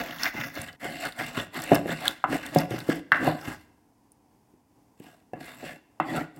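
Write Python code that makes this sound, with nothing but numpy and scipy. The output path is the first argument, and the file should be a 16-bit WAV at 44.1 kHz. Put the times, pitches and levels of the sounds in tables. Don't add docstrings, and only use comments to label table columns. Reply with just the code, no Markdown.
import sys
import numpy as np
from scipy import signal
from scipy.fft import rfft, irfft
from scipy.io import wavfile
from scipy.ndimage import uniform_filter1d, minimum_filter1d

SR = 44100
rng = np.random.default_rng(int(sys.argv[2]) if len(sys.argv) > 2 else 0)


def natural_amplitude(level_db):
    exponent = np.asarray(level_db, float) / 20
    return 10 ** exponent


def dump(signal):
    limited = np.clip(np.atleast_2d(signal).T, -1, 1)
    pcm = np.round(limited * 32767).astype(np.int16)
    wavfile.write(sys.argv[1], SR, pcm)


N = 281799

# (peak time [s], scrape level
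# [dB], rise [s], fall [s], weight on the bowl [dB])
STROKES = [(0.0, -29, .05, 0.025, 1.5), (.09, -41, 0.11, 0.15, -2), (.25, -28.5, 0.069, 0.054, -8.5),
           (.375, -40.5, .05, 0.07, 0.5), (.435, -38.5, 0.077, 0.076, -1), (.575, -38, 0.044, .12, -2),
           (.69, -40, 0.0059, 0.0045, -22), (.85, -39.5, 0.05, 0.13, 3.5), (.96, -46, 0.12, 0.18, -3),
           (1.055, -34.5, 0.058, 0.049, -2.5), (1.21, -36.5, .045, .13, -1.5),
           (1.39, -32.5, 0.047, 0.056, 1.5), (1.56, -36.5, 0.029, 0.099, 3.5),
           (1.66, -40, 0.079, 0.2, -0.5), (1.755, -31.5, 0.059, 0.026, 8), (1.915, -32.5, 0.048, 0.043, 0),
           (2.0, -43, .08, 0.17, -6), (2.066, -32, 0.053, 0.068, -4.5), (2.338, -34.5, 0.05, 0.05, 4.5),
           (2.45, -41, 0.076, 0.09, -3), (2.59, -34, 0.069, 0.059, 6.5), (2.72, -38.5, 0.026, 0.14, 1.5),
           (2.915, -34, 0.044, 0.04, 0), (2.96, -45.5, 0.023, 0.039, 5),
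           (3.269, -33, 0.063, 0.074, 9.2), (3.505, -38.5, 0.12, 0.047, 0.7),
                (5.41, -54, .012, .06, 0), (5.48, -48, 0.08, 0.1, 0), (5.681, -43, .11, 0.075, 4.3),
                (6.15, -40.5, 0.085, 0.079, 13.5), (6.378, -65.5, 0.032, .05, 20)]
TOUCHES = [
    (3.56, -57, .04, .085, -6),
    (5.055, -57.5, .06, .12, 1),
]
# (peak time [s], scrape level [dB], fall
# [s], weight on the bowl [dB])
ABRUPT_SOUNDS = [(.553, -43.5, 0.034, -3), (0.685, -44, 0.017, -14), (.82, -44.5, .04, 0.5),
                 (1.193, -36.5, .04, -2.5), (1.545, -38, .03, -0.5), (2.711, -42, .03, 0), (5.002, -66, .04, 8),
                 (5.625, -48, .03, 5), (2.255, -52, 0.035, 16), (3.135, -30.5, 0.056, -3.5),
                 (5.344, -61.5, 0.17, 17), (6.01, -43, 0.078, 6)]

# (middle time [s], rms level [dB], length [s],
# pitch [Hz], width [Hz])
SINGING = [(0.069, -50, 0.078, 2490, 500), (0.276, -33, 0.033, 2048, 70), (0.282, -38, 0.033, 1634, 70),
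           (0.378, -35.5, 0.046, 2064, 30), (0.397, -41, .08, 1458, 120), (.6, -60, .1, 2520, 900),
           (0.873, -44, 0.089, 2050, 99), (0.956, -55, 0.1, 4240, 900), (1.058, -33, 0.028, 1527, 200),
           (1.201, -32, 0.021, 1784, 120), (1.24, -50, .05, 2770, 120), (1.394, -41, 0.031, 3470, 200),
           (1.571, -43, 0.063, 2023, 90), (1.893, -36, 0.022, 1720, 120), (1.936, -43, 0.025, 1980, 100),
           (1.97, -50, 0.1, 2725, 100), (2.062, -33, 0.028, 1600, 90), (3.162, -38.5, 0.06, 1420, 200),
           (3.167, -50, 0.045, 1938, 250), (3.233, -30, 0.064, 285, 40), (5.412, -63, 0.036, 2720, 90),
           (5.445, -63, .05, 3600, 90.7), (5.48, -50, 0.09, 2030, 140), (5.671, -48, 0.069, 2710, 152),
           (5.7, -46, 0.07, 1715, 160), (0.047, -42, 0.11, 692, 88.3), (0.857, -38, 0.046, 716, 80.3),
           (1.055, -37, 0.07, 714, 70.2), (1.207, -41, 0.066, 718, 90.3), (1.313, -46.5, 0.068, 696, 69.7),
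           (2.051, -37.5, 0.082, 752, 59.7), (2.327, -30.5, 0.078, 273, 40), (2.338, -34, 0.054, 732, 60),
           (2.345, -38.5, 0.063, 1850, 150), (2.982, -38, 0.052, 312.5, 30.2),
           (6.102, -39, 0.047, 1930, 80.6), (6.123, -55.5, 0.038, 2740, 88.5),
           (6.175, -32, 0.047, 1367, 70), (6.21, -39, 0.037, 1964, 90), (6.235, -46.5, 0.048, 1443, 90),
           (2.095, -43, .07, 3600, 250), (5.69, -64, 0.038, 4450, 130), (5.5, -62, 0.08, 3600, 150),
                (6.08, -57, .04, 4650, 300), (6.1, -52, .05, 3450, 120)]

# (time [s], peak level [dB], contact pitch [Hz], bounce delay [s], bounce level [dB])
BLOWS = [(1.3784, -18, 216, 0.0074, -1), (1.7186, 1, 454, 0.0052, -4), (1.894, -19.5, 406, 0.004, -15),
         (2.562, -2.5, 497, 0.0061, -18), (2.8909, -9, 356, 0.0061, -3), (3.2700, -16.5, 380, 0.00474, 0.5),
         (3.2782, -9.5, 640, 0.00394, -6), (3.293, -32, 573, 0.0035, 12), (3.4782, -25.5, 206, 0.0075, 1.3),
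         (4.5401, -45, 254.3, 0.0032, -6.5), (5.3353, -20, 484, 0.0039, -9),
         (5.642, -27, 456, 0.0033, -7.5), (6.1778, -24.5, 347, 0.0065, 6.5)]
KNOCKS = [
    (.2569, -10, 1930, 0.008, -6),
    (.4137, -20, 2000, 0.007, -6),
    (.4375, -23, 1770, .0035, -14),
    (1.2015, -25, 1660, .0065, -8),
    (2.2418, -4, 1100, .003, -16),
    (3.1202, 3, 1514, 0.0045, -6),
    (6.0013, -6, 1024, .0045, -15.5),
]
SPLIT_SEED = [
    (2.0805, -6, 3620, .0012, -6),
]
# (time [s], peak level [dB], contact pitch [Hz], bounce delay [s])
GLANCES = [(0.352, -26.5, 270, 0.0036), (.5741, -31.5, 540, 0.0023), (0.8549, -24.5, 370, 0.0023),
           (1.2111, -20, 790, .0067), (1.8592, -16.5, 364, 0.0061), (2.3314, -14.5, 440.6, 0.0044),
           (2.7118, -17.5, 355.3, 0.0062), (2.7403, -18.5, 384, 0.0056), (3.2157, -22, 320.4, 0.0084),
           (3.2865, -20, 500, 0.0066), (3.307, -18, 573, 0.00387), (5.004, -31, 266.5, 0.0064),
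           (5.6329, -27.5, 480, 0.0041), (6.087, -29, 507, 0.0024), (6.1475, -24, 480, 0.0051),
           (6.177, -25, 560, .006), (6.21, -33, 420, 0.0036)]
# (time [s], peak level [dB], pitch [Hz],
# t60 [s])
WOKEN = [(0.393, -33, 128, 0.14), (0.591, -25, 92, 0.05), (1.7188, -5.5, 290.7, 0.11),
         (1.7186, -18, 473, .07), (1.7184, -9.5, 684, 0.11), (1.7204, -27, 167, 0.11),
         (1.72, -20, 1660, .04), (2.2418, -29, 790, 0.051), (2.2418, -27, 2670, 0.026),
         (2.2416, -28.5, 2020, .04), (2.561, -17, 162, 0.17), (2.562, -14, 294, 0.087),
         (2.562, -14.5, 558, 0.088), (2.562, -14.5, 722.7, 0.11), (2.7134, -27.5, 125.5, 0.23),
         (2.8926, -17, 175, 0.082), (2.8895, -16.5, 285, 0.11), (3.1196, -6, 1250, 0.022),
         (3.1191, -11, 1620, 0.053), (3.121, -16.5, 2720, 0.029), (3.1202, -32, 797, 0.09),
         (3.477, -31, 75.7, 0.1), (5.3353, -31.5, 721, 0.08), (5.336, -32.5, 163.6, 0.059),
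         (5.3346, -41.5, 1710, 0.071), (5.3333, -46.5, 2697, 0.068), (6.0007, -26.5, 316, 0.18),
         (6.0008, -33, 165, 0.14), (6.0024, -29, 2670, 0.044), (6.0018, -30.5, 1930, 0.052),
         (.2565, -21, 1635, .06), (.2565, -21, 2050, .07), (.2565, -28, 285, .05), (.2655, -24, 720, .04),
          (.4135, -30, 2050, .05), (.4365, -29, 2000, .05), (.4365, -31, 1400, .05),
          (.6865, -33, 1950, .04), (.6865, -35, 3000, .03), (.8545, -28, 1500, .04),
          (1.913, -27, 1600, .04), (1.932, -27, 1900, .04), (2.056, -27, 1620, .07),
          (2.081, -28, 1400, .04), (2.803, -36, 3600, .02), (2.915, -31, 1620, .08),
          (2.915, -30, 2050, .08), (3.51, -34, 1620, .05), (3.518, -36, 2050, .04), (5.005, -38, 300, .12),
          (5.365, -36, 300, .06), (5.43, -38, 300, .06), (5.624, -36, 700, .05), (5.676, -36, 2720, .06),
          (6.155, -26, 1400, .06)]
# (pitch [Hz], width [Hz], level [dB])
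BOWL = [(126, 49, -0.5), (166, 22, 5), (232, 45, 2), (306.5, 33, 7), (422.4, 27, -4), (550, 32, 1),
        (643, 44, 0), (715, 33.3, 4.5), (824, 80, -3), (1173, 90, -14), (1350, 84, -20), (1450, 340, -4),
        (1508, 20, -1.5), (1635, 32, -1), (1941, 240, -6), (1850, 40, -7), (2086, 87, -2.5),
        (2720, 220, -5.5), (3080, 280, -13.5), (3517, 200, -12), (4360, 550, -15), (5300, 1400, -21),
        (7000, 690, -32.5)]

# (time [s], peak level [dB], pitch [Hz], broad tick against the peak
# [dB])
POPS = [(0.2334, -13, 4970, -7), (0.553, -38, 4200, 0), (0.616, -30.5, 10000, 5), (0.729, -43.5, 4640, -7),
        (1, -42, 4800, -3.5), (1.011, -41.5, 4600, -7), (1.1224, -39, 4500, -6), (1.6194, -31.5, 5520, 4.5),
        (1.639, -27.5, 8500, -0.5), (1.7466, -21.5, 10850, -1), (1.7531, -21.5, 5830, 3),
        (1.972, -38, 4700, -24.5), (2.2404, -42, 3360, -1), (2.5861, -21, 5200, 0),
        (2.605, -27.5, 11200, -9.5), (2.956, -37, 11900, -10), (2.803, -32, 4300, -8),
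        (3.1218, -27.5, 4950, -4), (3.412, -41, 5030, 0), (4.999, -54.5, 3000, 9), (5.3338, -58, 5300, 8),
        (5.4016, -60, 4460, -2), (5.678, -48, 3580, 3), (6, -45, 2770, 6), (6.362, -58, 5490, 13),
        (4.119, -43, 9700, -3),
]
# (time [s], peak level [dB], broad tick against the peak [dB])
SEEDS = [(.0473, -41, -19), (.0852, -36, -13), (0.109, -33, -8), (0.185, -33, -6), (0.2566, -24, -10),
         (0.411, -27.5, -25), (.6847, -37, -12), (.856, -38.5, -18), (.9208, -43, 1), (.978, -40, -8),
         (1.0524, -33, 5), (1.1224, -40, -9.5), (1.1897, -32, 0), (1.2645, -37, 2.5), (1.3785, -30.5, -16),
         (1.3991, -27.5, -12), (1.5436, -38, 0.5), (1.6013, -37, -1.5), (1.905, -28, -19.5),
         (2.025, -40.5, -15), (2.055, -26, 0), (2.0802, -24.5, 13.5), (2.4637, -33, 6),
         (2.548, -32.5, 11.5), (2.571, -36, 3), (2.7065, -38.5, 5), (2.7887, -36, 8), (2.8947, -36, 6),
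         (3.1183, -17.5, -17.5), (3.246, -48, 12)]

# (frequency [Hz], level [dB per Hz])
PASTE = [(3240, -4.5), (5500, -9.5), (6280, -18), (6970, -3.5), (7710, 1.5), (9120, -6), (9900, -5.5),
         (10900, -6), (12000, -2), (14400, -12), (15400, -12.5), (16100, -2), (16400, -18.5)]
# (frequency [Hz], level [dB per Hz])
SHADED_PASTE = [(3240, -32), (5500, 1.5), (6910, 1.5), (7810, -8), (8800, -10), (11100, -0.5), (15100, 5.5),
                (16100, 8.5), (16400, -38)]
# (frequency [Hz], t60 [s])
ROOM = [(100, .65), (400, .46), (1500, .6), (4000, .65), (12000, .2)]
# (delay [s], level [dB])
ECHOES = [
    (.008, -13),
    (0.012, -19.5),
    (0.018, -18),
]
# (frequency [Hz], level [dB per Hz])
AIR = [(15, -61), (25, -18.5), (49, -4.5), (87, -4), (119, 1), (152, -5), (305, 3), (361, -9.5), (402, -7),
       (601, -14.5), (723, -7.5), (1000, -9.5), (1300, -33), (2200, -120)]
# (frequency [Hz], level [dB per Hz])
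HISS = [(590, -31), (1000, -1), (1230, -5), (2410, -8), (3980, -15), (4900, -10), (9600, -12), (16000, -15)]

SHADED_UNTIL_S = 0.586
SCENE_CHANGE_S, GAP_S = 0.762, 0.034
SWELL_DB, GRIT_SWELL_DB, WET_SWELL_DB = 15, 14.5, 10
ROUND, WET_ROUND = 1.4, 2.1
GRIT_DB, WET_DB = -49, -50.8
GRIT_FOLLOW, WET_FOLLOW = 0.85, 0.7
WANDER_DB = 2.5
PATCH_DB = 2.5


def grinding():
    t = np.arange(N) / SR
    scrape, weight, grit, wet_gain = effort(t)
    ridges = slips(1200, 3.6, 1.1)
    judder = natural_amplitude(2.8 * evened(band(rng.standard_normal(N), 12, 90)))
    layers = [(ridges, 950, 3300, scrape),
              (slips(300, 2.2, 0.7), 105, 950, weight),
              (ridges + 1.3 * slips(2600, 4.4, 1.1), 3300, 7000, grit)]
    jolts = np.zeros(N)
    for drive, lo_hz, hi_hz, gain in layers:
        uneven = drive * judder
        loudness = np.std(signal.oaconvolve(band(uneven, lo_hz, hi_hz), bowl()))
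        jolts += band(uneven * gain, lo_hz, hi_hz) / loudness

    crackle = signal.lfilter([1], [1, -np.exp(-1 / (SR * 0.005))], abs(ridges) > 13)
    fizz = (0.15 * ridges + slips(3000, 3.6, 1.3)) * np.sqrt(judder) * (1 + crackle)
    shaded = coloured(fizz, SHADED_PASTE)
    wet = np.where(t < SHADED_UNTIL_S, shaded, coloured(fizz, PASTE)) * wet_gain

    shake = rng.standard_normal(N)
    rumble = band(shake * np.sqrt(scrape * weight), 38, 73) / np.std(band(shake, 35, 95))
    return wandering(jolts) + patchy(wet) + natural_amplitude(-17.5) * rumble


def effort(t):
    steps = t[::64]
    wet = STROKES + TOUCHES
    abrupt_sounds = [(s, db, 0.004, fall, weight_db) for s, db, fall, weight_db in ABRUPT_SOUNDS]
    scrape, weight = swell(wet + abrupt_sounds, steps, SWELL_DB, ROUND) - 40
    grit = GRIT_DB + swell(wet, steps, GRIT_SWELL_DB, ROUND, GRIT_FOLLOW)[0]
    paste = WET_DB + swell(wet, steps, WET_SWELL_DB, WET_ROUND, WET_FOLLOW)[0]
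    outside_gap = (t < SCENE_CHANGE_S) | (t > SCENE_CHANGE_S + GAP_S)
    return [natural_amplitude(np.interp(t, steps, level)) * outside_gap for level in (scrape, weight, grit, paste)]


def swell(rows, t, drop_db, bend, follow=1):
    s, db, rise, fall, weight_db = np.transpose(rows)[:, :, None]
    away = np.maximum((s - t) / rise, (t - s) / fall)
    power = natural_amplitude(2 * (follow * (db + 40) - drop_db * away ** bend))
    weighted = power * natural_amplitude(2 * weight_db)
    return 10 * np.log10(np.array([power.sum(0), weighted.sum(0)]) + 1e-7)


def slips(per_s, spread_db, smooth):
    when, size, sign = rng.random((3, N))
    strength = natural_amplitude(-spread_db * np.log(np.maximum(size, 0.03)))
    jolts = (when < per_s / SR) * strength * np.sign(sign - 0.5)
    return evened(jolts) + smooth * rng.standard_normal(N)


def wandering(jolts):
    steps = np.arange(0, N + 2000, 2000)
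    drift = rng.standard_normal((len(BOWL), len(steps)))
    drift = uniform_filter1d(drift, size=2, axis=1) * np.sqrt(2)
    shares = natural_amplitude(WANDER_DB * drift - np.log(10) / 20 * WANDER_DB ** 2)
    out = np.zeros(N)
    for share, ring in zip(shares, modes()):
        driven = jolts * np.interp(np.arange(N), steps, share)
        out += signal.oaconvolve(driven, ring[:4000])[:N]
    return out


def patchy(x):
    z = signal.stft(x, nperseg=256)[2]
    patches = uniform_filter1d(rng.standard_normal(z.shape), size=7, axis=0)
    patches = evened(uniform_filter1d(patches, size=14, axis=1))
    gain = natural_amplitude(PATCH_DB * patches - np.log(10) / 20 * PATCH_DB ** 2)
    return signal.istft(z * gain, nperseg=256)[1][:N]


def singing():
    out, t = np.zeros(N), np.arange(-8000, 8000) / SR
    for s, db, length, hz, width in SINGING:
        a, b = rng.standard_normal((2, 16000))
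        slow = signal.lfilter([1], [1, -np.exp(-np.pi * width / SR)], a + 1j * b)
        steadied = slow / np.sqrt(abs(slow))
        tone = evened((steadied * np.exp(2j * np.pi * hz * t)).real)
        tone = tone * natural_amplitude(db) * np.exp(-(2 * t / length) ** 2)
        add(out, max(s - 8000 / SR, 0), tone[max(8000 - round(s * SR), 0):])
    return out


def knocks(rows, ring_db, cycles, edge_db, push_db):
    out = np.zeros(N)
    for s, *row in rows:
        add(out, s - 300 / SR, hit(*row, ring_db, cycles, edge_db, push_db))
    return out


def hit(db, hz, bounce_s, bounce_db, ring_db, cycles, edge_db, push_db):
    t = np.arange(-300, 300) / SR
    pulse = -np.exp(-(t * hz * 2 / cycles) ** 2) * np.cos(2 * np.pi * hz * t)
    pulse = pulse - pulse.sum() * np.hanning(600) / 299.5
    pulse = np.pad(pulse, (0, 8000))
    edge = natural_amplitude(edge_db) * t * 9000 * np.exp(-(t * 9000) ** 2)
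    push = natural_amplitude(push_db) * np.exp(-(t * 700) ** 2)
    force = pulse + np.pad(edge - push, (0, 8000))
    ring = signal.oaconvolve(force, bowl())[:len(pulse)]
    once = pulse + natural_amplitude(ring_db) * ring / abs(ring).max()
    bounce = natural_amplitude(bounce_db) * np.roll(pulse, round(bounce_s * SR))
    return natural_amplitude(db) * (once + bounce)


def woken():
    out, t = np.zeros(N), np.arange(12000) / SR
    for s, db, hz, t60 in WOKEN:
        build_up = 1 - np.exp(-t / 0.0021)
        add(out, s, -natural_amplitude(db - 60 * t / t60) * build_up * np.cos(2 * np.pi * hz * t))
    return out


def bowl():
    return modes().sum(0)


def modes():
    t = np.arange(8000) / SR
    rings = []
    for k, (hz, width, db) in enumerate(BOWL):
        decay = np.exp(-np.pi * width * t)
        rings.append((-1) ** k * natural_amplitude(db) * width * decay * np.sin(2 * np.pi * hz * t))
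    rings = np.array(rings)
    return rings / np.linalg.norm(rings.sum(0))


def pops():
    out, t = np.zeros(N), np.arange(1500) / SR
    seeds = [(s, db, 3350, tick_db) for s, db, tick_db in SEEDS]
    for s, db, hz, tick_db in POPS + seeds:
        t60 = 0.011 * natural_amplitude(-0.3 * (max(db, -40) + 30))
        burst = rng.standard_normal(1500) * natural_amplitude(-60 * t / t60)
        tone = band(burst, hz * 0.857, min(hz * 1.12, 16000))
        tick = band(burst, 5500, 15800)
        add(out, s, natural_amplitude(db) * (tone / abs(tone).max() + natural_amplitude(tick_db) * tick / abs(tick).max()))
    return out


def room(x):
    taps = np.zeros(SR)
    at = np.arange(300, SR - 20, 20)
    taps[at + rng.integers(0, 20, len(at))] = rng.choice([-1., 1.], len(at))
    hz, t, z = signal.stft(taps, SR, nperseg=256)
    decay = natural_amplitude(-60 * t / read(ROOM, hz)[:, None])
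    tail = signal.istft(z * decay, SR, nperseg=256)[1]
    tail *= natural_amplitude(-12.0) / np.linalg.norm(tail)
    for s, db in ECHOES:
        add(tail, s, natural_amplitude(np.array([db])))
    before = np.arange(N) < SCENE_CHANGE_S * SR
    first = signal.fftconvolve(x * before, tail)[:N] * before
    return first + signal.fftconvolve(x * ~before, tail)[:N]


def air():
    drift = evened(uniform_filter1d(rng.standard_normal(N), 6000))
    hum = natural_amplitude(-63.5 + 1.5 * drift) * coloured(rng.standard_normal(N), AIR)
    return hum + natural_amplitude(-74.5 + drift) * coloured(rng.standard_normal(N), HISS)


def evened(x):
    return x / np.sqrt(np.mean(x ** 2) + 1e-20)


def read(points, hz):
    f, value = np.transpose(points)
    return np.interp(np.log(hz + 1), np.log(f + 1), value)


def coloured(x, points):
    gain = natural_amplitude(read(points, np.fft.rfftfreq(N, 1 / SR)))
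    return evened(irfft(rfft(x) * gain, N))


def band(x, lo_hz, hi_hz):
    return signal.sosfilt(signal.butter(3, [lo_hz, hi_hz], "bandpass", fs=SR, output="sos"), x)


def add(mix, s, sound):
    part = mix[round(s * SR):][:len(sound)]
    part += sound[:len(part)]


def scene():
    glances = [(*row, -7) for row in GLANCES]
    struck = woken()
    struck += knocks(BLOWS, ring_db=-8.5, cycles=0.8, edge_db=3, push_db=-2.5)
    struck += knocks(glances, ring_db=-9.5, cycles=0.8, edge_db=4.3, push_db=-18.5)
    struck += knocks(KNOCKS, ring_db=-7.5, cycles=1.79, edge_db=-0.69, push_db=-28.0)
    split = knocks(SPLIT_SEED, ring_db=-15, cycles=4.4, edge_db=-13, push_db=-35)
    popped = pops()
    rubbed = grinding() + singing()
    direct = struck + split + popped + rubbed
    to_walls = struck + 0.1 * split + 0.3 * popped + 0.5 * rubbed
    return (direct + room(to_walls) + air())[None]


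def roll_off(x):
    return signal.sosfilt(signal.butter(12, 16500, fs=SR, output="sos"), x)


def record(dry):
    thin = signal.sosfilt(signal.butter(1, 40, "highpass", fs=SR, output="sos"), dry)
    edged = signal.oaconvolve(thin, signal.firwin(255, 16050, fs=SR)[None], "same")
    headroom = minimum_filter1d(np.minimum(0.97 / (abs(edged) + 1e-9), 1), size=400)
    limited = edged * uniform_filter1d(headroom, size=300)
    return roll_off(limited)


dry = scene()
out = record(dry)
dump(out)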